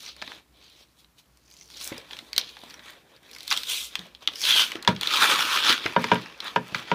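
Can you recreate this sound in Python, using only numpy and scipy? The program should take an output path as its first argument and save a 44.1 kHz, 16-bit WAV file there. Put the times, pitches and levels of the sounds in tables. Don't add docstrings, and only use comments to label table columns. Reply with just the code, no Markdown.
import sys
import numpy as np
from scipy import signal
from scipy.fft import rfft, irfft
from scipy.io import wavfile
from scipy.ndimage import uniform_filter1d

SR = 44100
rng = np.random.default_rng(int(sys.argv[2]) if len(sys.argv) > 2 else 0)


def gain_from_decibels(decibels):
    exponent = np.asarray(decibels, float) / 20
    return 10 ** exponent


def log_audio(samples):
    frames = np.atleast_2d(samples).T
    limited = np.clip(frames, -1, 1)
    pcm = np.round(limited * 32767).astype(np.int16)
    wavfile.write(sys.argv[1], SR, pcm)


N = 306054


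def evened(x):
    return x / np.sqrt(np.mean(x ** 2) + 1e-20)


def read(points, hz):
    f, value = np.transpose(points)
    low, high = min(value[0], -60), min(value[-1], -60)
    return np.interp(np.log(hz + 1), np.log(f + 1), value, left=low, right=high)


def coloured(x, points):
    hz = abs(np.fft.fftfreq(4096, 1 / SR))
    log_gain = np.log(gain_from_decibels(read(points, hz)))
    taps = np.fft.ifft(np.exp(np.conj(signal.hilbert(log_gain)))).real[:2048]
    return signal.oaconvolve(x, taps)[:len(x)]


def add(mix, s, db, sound):
    part = mix[round(s * SR):][:len(sound)]
    part += (gain_from_decibels(db) * sound / abs(sound).max())[:len(part)]


def resonate(x, hz, width):
    turn = np.exp(2j * np.pi * np.cumsum(hz) / SR)
    r = np.exp(-np.pi * width / SR)
    return 2 * (turn * signal.lfilter([1 - r], [1, -r], x / turn)).real


def steep(x, hz, width):
    return resonate(resonate(x, hz, width), hz, width)


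# (frequency [Hz], level [dB])
HISS_SPECTRUM = [(25, -25), (42, -9), (60, 18), (85, 0), (115, 4.5), (160, 6.5), (320, -2.5), (600, -8),
                 (1200, -5.5), (3600, -12.5), (8600, -15.5), (15300, -16), (15800, -52)]
# (frequency [Hz], rms level before the gain swell [dB])
HUM_LINES = [(59.2, -76), (65.2, -78), (118.4, -81), (296.1, -80), (355.3, -83)]


def air():
    t = np.arange(N) / SR
    spectrum = rfft(rng.standard_normal(N)) * gain_from_decibels(read(HISS_SPECTRUM, np.fft.rfftfreq(N, 1 / SR)))
    hiss = gain_from_decibels(-65) * evened(irfft(spectrum, N))
    swell_db = 3 * np.cos(2 * np.pi * (t - .15) / 1.8)
    hum = sum(gain_from_decibels(db) * np.sqrt(2) * np.sin(2 * np.pi * hz * t + 1.7) for hz, db in HUM_LINES)
    return hiss + gain_from_decibels(swell_db) * hum


# (frequency [Hz], t60 [s])
ROOM_DECAY = [(200, 0.33), (1000, 0.13), (4000, 0.1), (12000, 0.076)]


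def room(x):
    taps = np.zeros(SR // 2)
    at = np.arange(300, len(taps) - 20, 20)
    taps[at + rng.integers(0, 20, len(at))] = rng.choice([-1., 1.], len(at))
    hz, t, z = signal.stft(taps, SR, nperseg=256)
    decay_hz, decay_s = np.transpose(ROOM_DECAY)
    t60 = np.interp(np.log(hz + 1), np.log(decay_hz), decay_s)
    tail = signal.istft(z * gain_from_decibels(-60 * t / t60[:, None]), SR, nperseg=256)[1]
    return signal.fftconvolve(x, tail / np.linalg.norm(tail))[:N]


# (frequency [Hz], level [dB])
RUB_SPECTRUM = [(60, -27), (105, -5.5), (150, -2), (300, 6), (550, 5), (800, 1), (1200, -3.5)]
# (time [s], peak level [dB], ring [Hz], t60 [s], at least 8 ms is used)
FINGER_THUMPS = [(0.222, -33, 647, 0.026), (0.276, -43, 277, 0.048), (0.315, -87, 622, 0.047),
                 (1.918, -25.5, 300, 0.019), (1.921, -35.5, 543, 0.052), (1.982, -36, 470, 0.023),
                 (2.224, -44.5, 303, 0.037), (2.38, -31, 563, 0.016), (2.636, -31, 715, 0.007),
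                 (3.989, -38.5, 179, 0.11), (4.282, -39, 307, 0.045), (4.754, -25.5, 340, 0.03),
                 (4.888, -14.5, 179.4, 0.063), (5.307, -29.5, 532, 0.062), (5.699, -24.5, 328, 0.034),
                 (5.857, -21, 340, 0.016), (6.723, -32, 166, 0.036), (6.755, -32, 153, .04)]


def thumps():
    out, t = np.zeros(N), np.arange(6000) / SR
    noises = rng.standard_normal((len(FINGER_THUMPS), len(t)))
    for (s, db, hz, t60), noise in zip(FINGER_THUMPS, noises):
        fall = gain_from_decibels(-60 * t / max(t60, .008))
        ring = evened(np.sin(2 * np.pi * hz * t) * fall)
        rub = evened(coloured(noise * fall, RUB_SPECTRUM))
        attack = np.minimum(t * hz / 0.37, 1)
        add(out, s, db, (ring + 0.42 * rub) * attack)
    return out


# (frequency [Hz], level [dB])
SHELL_SPECTRUM = [(2000, -3), (2500, -6), (3300, -2), (4200, -7), (5200, -11.5), (6500, -17), (8000, -24.5)]
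CARD_SPECTRUM = [(550, -25), (850, -2.5), (1300, -2), (1800, 0.5), (2300, -0.5), (3000, -9)]
# (frequency [Hz], level [dB], t60 [s])
GLASS_MODES = [(126, -9.5, 0.14), (176, 0, .11), (234.1, -9, 0.16), (286.7, -13, 0.2), (434.7, -7, 0.16),
               (537, -1.5, 0.073), (615, -5.5, 0.058), (949, 5.5, 0.084), (980, -24, 0.24),
               (1088, -14, 0.046), (1308, 0.5, 0.027), (1421, -8.5, 0.1), (1599, -7, 0.11),
               (1775, -20, 0.19), (2090, -6.5, 0.028), (2355, -4, 0.025), (2940, -8, 0.046),
               (3200, -11.5, 0.04), (3600, -13, 0.042)]
# (time [s], glass peak level [dB], hardness [dB per octave],
# ring length [factor on t60], card slap relative to the glass [dB])
TABLE_KNOCKS = [(4.8752, -9, 0.2, 1, 0), (5.9627, -4.5, -0.1, 0.69, -21), (6.0404, -17.5, -2, 0.49, -10),
                (6.1155, -4.5, 0.4, 0.82, -10), (6.155, -18.5, 4.5, 0.67, -9), (6.5602, -7, 0.5, 0.68, -10),
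                (6.7467, -26.5, 1, 0.49, -26), (6.915, -8, -0.5, 0.73, -8.5)]


def knocks():
    out, t = np.zeros(N), np.arange(12000) / SR
    hz, mode_db, t60 = np.transpose(GLASS_MODES)[:, :, None]
    spots = rng.standard_normal((len(TABLE_KNOCKS), 2, len(GLASS_MODES), 1))
    noises = rng.standard_normal((len(TABLE_KNOCKS), len(t)))
    build_cycles = 2.2
    rise = np.sin(np.pi / 2 * np.minimum(t * hz / build_cycles, 1)) ** 2
    for (s, db, tilt_db, length, slap_db), spot, noise in zip(TABLE_KNOCKS, spots, noises):
        level_db = mode_db + tilt_db * np.log2(hz / 900) + spot[0] - 60 * t / (t60 * length)
        modes = rise * gain_from_decibels(level_db) * np.sin(2 * np.pi * hz * t + .5 * spot[1])
        add(out, s, db, -modes.sum(0))
        slap = noise * gain_from_decibels(-60 * t / 0.05)
        slap = evened(coloured(slap, CARD_SPECTRUM)) + 0.38 * evened(coloured(slap, SHELL_SPECTRUM))
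        add(out, s, db + slap_db, slap)
        tick = noise[::-1] * gain_from_decibels(-60 * t / 0.017)
        add(out, s, db - 27.5, steep(tick, np.full(len(t), 4700), width=920))
    return out


# (time [s], shell rustle level [dB])
HAND_EFFORT = [(0, -54), (.088, -41), (.15, -58.5), (.22, -50.5), (.331, -48.5), (.373, -52.5),
               (.449, -76.5), (.51, -80.5), (.55, -66), (.629, -56.5), (.744, -59.5), (.802, -55.5),
               (.835, -59), (.86, -73), (.956, -75), (.996, -60), (1.058, -77), (1.153, -84),
               (1.193, -53.5), (1.231, -77), (1.411, -72), (1.527, -59.5), (1.67, -60), (1.81, -40.5),
               (1.87, -44), (1.95, -49), (2.069, -59), (2.125, -49), (2.305, -60), (2.378, -46),
               (2.386, -44), (2.45, -44.5), (2.546, -53.5), (2.736, -53.5), (2.78, -61), (2.895, -50.5),
               (3.039, -68.5), (3.159, -62), (3.201, -72), (3.243, -58), (3.332, -57), (3.464, -48.5),
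               (3.51, -37), (3.518, -28.5), (3.652, -43.5), (3.713, -30), (3.759, -32), (3.853, -38.5),
               (3.903, -48), (4.065, -51), (4.099, -62), (4.198, -65.5), (4.228, -46.5), (4.273, -63),
               (4.281, -51), (4.398, -41.5), (4.448, -26), (4.496, -17.5), (4.525, -22.5), (4.606, -18.5),
               (4.691, -38), (4.765, -43.5), (4.809, -54.5), (4.876, -52.5), (4.881, -32.5), (4.941, -49),
               (5.009, -47), (5.017, -35.5), (5.096, -31.5), (5.14, -22.5), (5.2, -25), (5.225, -18),
               (5.28, -25.5), (5.315, -22.5), (5.365, -27.5), (5.41, -23.5), (5.474, -28), (5.555, -21),
               (5.609, -29), (5.66, -26.5), (5.695, -17), (5.73, -21), (5.76, -32.5), (5.803, -41),
               (5.867, -38.5), (5.962, -49), (6.014, -37), (6.115, -40), (6.123, -34.5), (6.21, -44.5),
               (6.38, -55.5), (6.471, -36), (6.505, -46), (6.6, -53.5), (6.69, -47.5), (6.745, -48),
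               (6.751, -36), (6.8, -39.5), (6.858, -51), (6.914, -40.5), (6.94, -42)]
# (time [s], shell ring [Hz], extra card [dB], extra fibre [dB])
RUSTLE_COLOUR = [(0, 4060, 1, 10), (.09, 4000, -7, -6), (.33, 3500, 5.5, 0), (.7, 3850, -4.5, -3),
                 (.95, 3970, -4.5, 9), (1.2, 3920, -3.5, 7.5), (1.4, 4430, -2, -1), (1.53, 4800, -3, 1),
                 (1.68, 4400, -4, 4), (1.8, 4230, -7, 3), (1.86, 4030, 0, 16), (1.94, 3400, 7, 1),
                 (2.3, 3720, 4.5, 5.5), (2.38, 3840, 2.5, -11), (2.5, 3600, -4, -0.5),
                 (2.75, 3600, 9.5, 4.5), (3.24, 3370, 6.5, 1), (3.33, 4430, 6, 4), (3.5, 3600, -6, 3.5),
                 (3.54, 3550, 0.5, 2), (3.63, 3700, -7, 4), (3.7, 3520, -9.5, 10), (3.86, 3500, -11, 9),
                 (3.97, 3400, 5.5, -2.5), (4.3, 3250, 2.5, -2), (4.4, 4700, -6, 6.5), (4.5, 3160, -6, 0),
                 (4.7, 3120, -1, 1), (4.8, 3050, 12, -7), (4.88, 3400, 10, -6), (4.95, 3170, 8, -4),
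                 (5.1, 3270, -0.5, -1.5), (5.24, 3470, 7.5, 3.5), (5.468, 2920, 2.5, 0),
                 (5.75, 3600, 3, -4.5), (5.95, 3140, 9, -1.5), (6.2, 3120, 7, -6), (6.45, 3350, 8, -4.5),
                 (6.6, 2960, 6, 0), (6.94, 3400, 7, -6)]


def controls(t):
    s, *colour = np.transpose(RUSTLE_COLOUR)
    shell_db = np.interp(t, *np.transpose(HAND_EFFORT))
    shell_hz, card_extra_db, fibre_extra_db = (np.interp(t, s, c) for c in colour)
    card_db = -57 + 0.9 * (shell_db + 50) + card_extra_db
    fibre_db = -63.5 + 0.97 * (shell_db + 50) + fibre_extra_db
    rub_db = -56.5 + 0.64 * (card_db + 50)
    return shell_db, shell_hz, card_db, fibre_db, rub_db


def small_creases():
    count = round(22 * N / SR)
    s, draw = rng.random(count) * N / SR, rng.standard_normal((4, count))
    shell_db, shell_hz = controls(s)[:2]
    peak_db = -50 + 0.802 * (shell_db + 50) + 6.5 + 3 * draw[0]
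    ring_hz = shell_hz * 2 ** (0.3 * draw[1])
    crack_db, thud_db = -8.5 + 5 * draw[2], -18.5 + 5 * draw[3]
    return list(zip(s, peak_db, ring_hz, crack_db, thud_db))


# (frequency [Hz], level [dB])
FIBRE_SPECTRUM = [(5000, -3.5), (6500, -2), (8500, -2), (11000, -4.5), (13500, -6), (15300, -5),
                  (15700, -84.5)]
# (time [s], ring
# peak level [dB], ring [Hz], treble crack relative to the ring [dB], card thud relative to the ring [dB])
CREASE_SNAPS = [(.0294, -39, 5070, 2, -18), (.062, -28.5, 5660, -18, -23), (.165, -38.5, 4350, -5, -7),
                (.2166, -26.5, 3320, -19, -8), (.223, -20.5, 2430, -33, -0.5), (.277, -27, 3750, -29, -5.5),
                (.3184, -31.5, 3180, -16, 4.5), (1.0454, -43, 3940, -21, -11),
                (1.3727, -49.5, 4460, -2, -17), (1.502, -47, 6200, 0, -22), (1.5128, -40, 4400, -5, -22),
                (1.539, -40.5, 6400, -8, -26), (1.5672, -39, 4300, -10, -25), (1.588, -43, 5640, -15, -21),
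                (1.5988, -47, 5900, -2, -22), (1.611, -35, 5870, -13, -19), (1.7019, -39, 3580, -4, -9),
                (1.813, -25, 3940, -5, -14), (1.843, -39, 5000, 15, -20), (1.875, -35.5, 5040, 15.5, -20),
                (1.9246, -33.5, 2140, -20, 6), (1.98, -28.5, 4800, -5, -17), (2.1095, -27, 3380, -24, -7),
                (2.1322, -25, 3570, -28, -8.5), (2.1682, -27, 2680, -17, -17),
                (2.1892, -25, 3800, -14, -14), (2.331, -18, 4430, -11, -14.5),
                (2.3633, -17.5, 4200, -10, -19), (2.3798, -2.5, 4060, -8.5, -17.5),
                (2.396, -20, 5100, -51, -19), (2.413, -21, 3970, -43, -27), (2.4915, -32, 4100, -28, -21),
                (2.5683, -35.5, 3490, -21, 1.5), (2.638, -38, 3800, -6, -10),
                (2.707, -32.5, 4200, -14, -24), (2.7412, -32.5, 5800, -9, -5),
                (2.7935, -35.5, 3600, -18, -2.5), (3.164, -42.5, 4200, -10, -19),
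                (3.3132, -36, 4000, -2, -24), (3.332, -34, 4180, -8, -19), (3.3494, -31, 4900, -10, -16),
                (3.363, -31, 2210, -10, -8), (3.385, -33, 4500, -6, -23), (3.4064, -26, 4000, -11, -16),
                (3.431, -33, 4100, -2, -19), (3.4785, -19, 4160, -7, -16), (3.505, -16, 5570, -10, -30),
                (3.5124, -10, 4760, -15, -2.5), (3.5212, -16, 2440, -13, 2), (3.5258, -8.5, 4070, -12, -12),
                (3.5745, -14, 3620, -5, -28), (3.6339, -17.5, 3900, -13, -20), (3.6979, -21, 3400, 0, -26),
                (3.9544, -12, 3100, -16, -10), (3.9924, -23, 3750, -14, -15), (4.1495, -29, 3650, -22, -17),
                (4.2745, -8, 3400, -20.5, -17), (4.2855, -22, 3290, -38, -4), (4.3352, -29, 3200, -16, -11),
                (4.3568, -24, 5050, -10, -23), (4.4153, -28, 3140, -14, -4), (4.438, -15, 3500, -17, -26),
                (4.4524, -10.5, 3130, -10, -25), (4.5068, -25, 3380, -20, -34),
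                (4.541, -25, 3080, -23, -26), (4.582, -10, 3120, -25, -15), (4.7185, -21, 2970, -8, -.5),
                (4.755, -25, 3070, -14, -1), (4.826, -27, 4070, -4, -23), (4.8487, -26.5, 3140, -11, -4),
                (4.876, -6.5, 3600, -19.5, -32), (4.963, -26.5, 3100, -26, -8),
                (5.0114, -14.5, 3640, -6.5, -15), (5.0319, -14.5, 3430, -15, -5),
                (5.073, -8.5, 3600, -16, -32), (5.3914, -20, 3380, -6, 5.5), (5.5075, -29, 3120, -23, 4),
                (5.726, -10, 3700, -22, -3), (5.7785, -21, 3060, -17, -7), (5.8607, -12.5, 2540, -24, 2),
                (5.9238, -27, 2680, -23, -5), (6.0422, -11, 2150, -24, -16), (6.1167, -22, 2310, -33, -10),
                (6.26, -38, 2600, -17, 10.5), (6.4035, -19.5, 3880, -19, -16),
                (6.7465, -10.5, 2100, -44, -2.5)]


def snaps():
    out, t = np.zeros(N), np.arange(2000) / SR
    rows = [*CREASE_SNAPS, *small_creases()]
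    t60_s = np.array([[.018], [.0105], [.0195]])
    for (s, db, hz, crack_db, thud_db), noise in zip(rows, rng.standard_normal((len(rows), 3, len(t)))):
        burst = noise * gain_from_decibels(-60 * t / t60_s)
        burst[:, 0] = [6, 2, 5]
        ring = steep(burst[0], np.full(len(t), hz), width=900)
        add(out, s, db, evened(ring) + .6 * evened(coloured(burst[0], SHELL_SPECTRUM)))
        add(out, s, db + crack_db, coloured(burst[1], FIBRE_SPECTRUM))
        add(out, s, db + thud_db, coloured(burst[2], CARD_SPECTRUM))
    return out


def breaks(per_s, spread_db, clump_db):
    sizes = gain_from_decibels(spread_db * np.minimum(rng.exponential(1, N), 5)) * rng.choice([-1, 1], N)
    clumps = evened(uniform_filter1d(uniform_filter1d(rng.standard_normal(N), size=150), size=150))
    return sizes * (rng.random(N) < per_s / SR) * gain_from_decibels(clump_db * clumps)


def patchy(x, depth_db):
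    z = signal.stft(x, nperseg=512)[2]
    field = rng.standard_normal(z.T.shape)
    field = uniform_filter1d(uniform_filter1d(field, size=6, axis=0), size=7, axis=1)
    return signal.istft(z * gain_from_decibels(depth_db * evened(field).T), nperseg=512)[1][:N]


def shell_rustle(fine, ticks, thin, shell_hz):
    shell = evened(coloured(fine, SHELL_SPECTRUM)) + 1.19 * evened(steep(fine, shell_hz, width=1310))
    return shell + 1.76 * thin * evened(steep(ticks, 1.3 * shell_hz, width=2100))


# (time [s], ring [Hz])
CARD_RING_CURVE = [(0, 1400), (1.85, 1500), (2, 1200), (2.39, 1730), (2.75, 1020), (3.52, 1350),
                   (3.75, 1620), (4, 1230), (4.5, 1620), (4.62, 1440), (5.2, 1320), (5.47, 1310),
                   (5.56, 1310), (5.75, 1450), (6.1, 1220), (6.94, 1370)]


def card_rustle(fine, shell_db, t):
    taut = np.clip((shell_db + 55) / 35, 0, 1)
    card_hz = np.interp(t, *np.transpose(CARD_RING_CURVE))
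    return evened(coloured(fine, CARD_SPECTRUM)) + 1.05 * taut * evened(steep(fine, card_hz, width=470))


# (time [s], pitch [Hz], level [dB])
PEEL_CURVE = [(4.43, 3380, -40), (4.445, 3200, -39), (4.49, 3450, -34), (4.55, 3210, -21.5),
              (4.59, 3130, -26), (4.64, 3140, -28), (4.67, 2960, -40)]


def peel(fine, t):
    s, peel_hz, peel_db = np.transpose(PEEL_CURVE)
    unsteady = evened(uniform_filter1d(rng.standard_normal(N), size=400))
    slips_per_s = 120 * (1 + .35 * unsteady)
    slips = np.cos(2 * np.pi * np.cumsum(slips_per_s) / SR)
    song = gain_from_decibels(6 * slips) * steep(fine, np.interp(t, s, peel_hz), width=250)
    return gain_from_decibels(np.interp(t, s, peel_db, -120, -120)) * evened(song)


def handling():
    t = np.arange(N) / SR
    shell_db, shell_hz, card_db, fibre_db, rub_db = controls(t)
    crackle = evened(breaks(per_s=5000, spread_db=2.8, clump_db=2.2))
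    fine = crackle + .6 * rng.standard_normal(N)
    ticks = evened(breaks(per_s=350, spread_db=3, clump_db=2))
    thin = np.clip((shell_hz - 3700) / 800, 0, 1)
    shell = shell_rustle(fine, ticks, thin, shell_hz)
    card = card_rustle(fine, shell_db, t)
    fibre = coloured(crackle + thin * ticks + 1.4 * rng.standard_normal(N), FIBRE_SPECTRUM)
    rub = coloured(breaks(per_s=540, spread_db=-2.5, clump_db=-0.5), RUB_SPECTRUM)
    sheets = (gain_from_decibels(shell_db) * evened(shell) + gain_from_decibels(card_db) * evened(card)
              + gain_from_decibels(fibre_db) * evened(fibre) + gain_from_decibels(rub_db) * evened(rub))
    return patchy(sheets, depth_db=2) + peel(fine, t)


def scene():
    hands = handling() + snaps() + knocks() + thumps()
    return (hands + gain_from_decibels(-14) * room(hands) + air())[None]


def band_limit(x):
    return signal.sosfilt(signal.butter(12, 16840, fs=SR, output="sos"), x)


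def record(dry):
    cut = signal.sosfilt(signal.butter(N=3, Wn=45, btype="high", fs=SR, output="sos"), dry)
    cut = signal.sosfilt(signal.cheby2(N=12, rs=60, Wn=17500, fs=SR, output="sos"), cut)
    return band_limit(cut)


dry = scene()
out = record(dry)
log_audio(out)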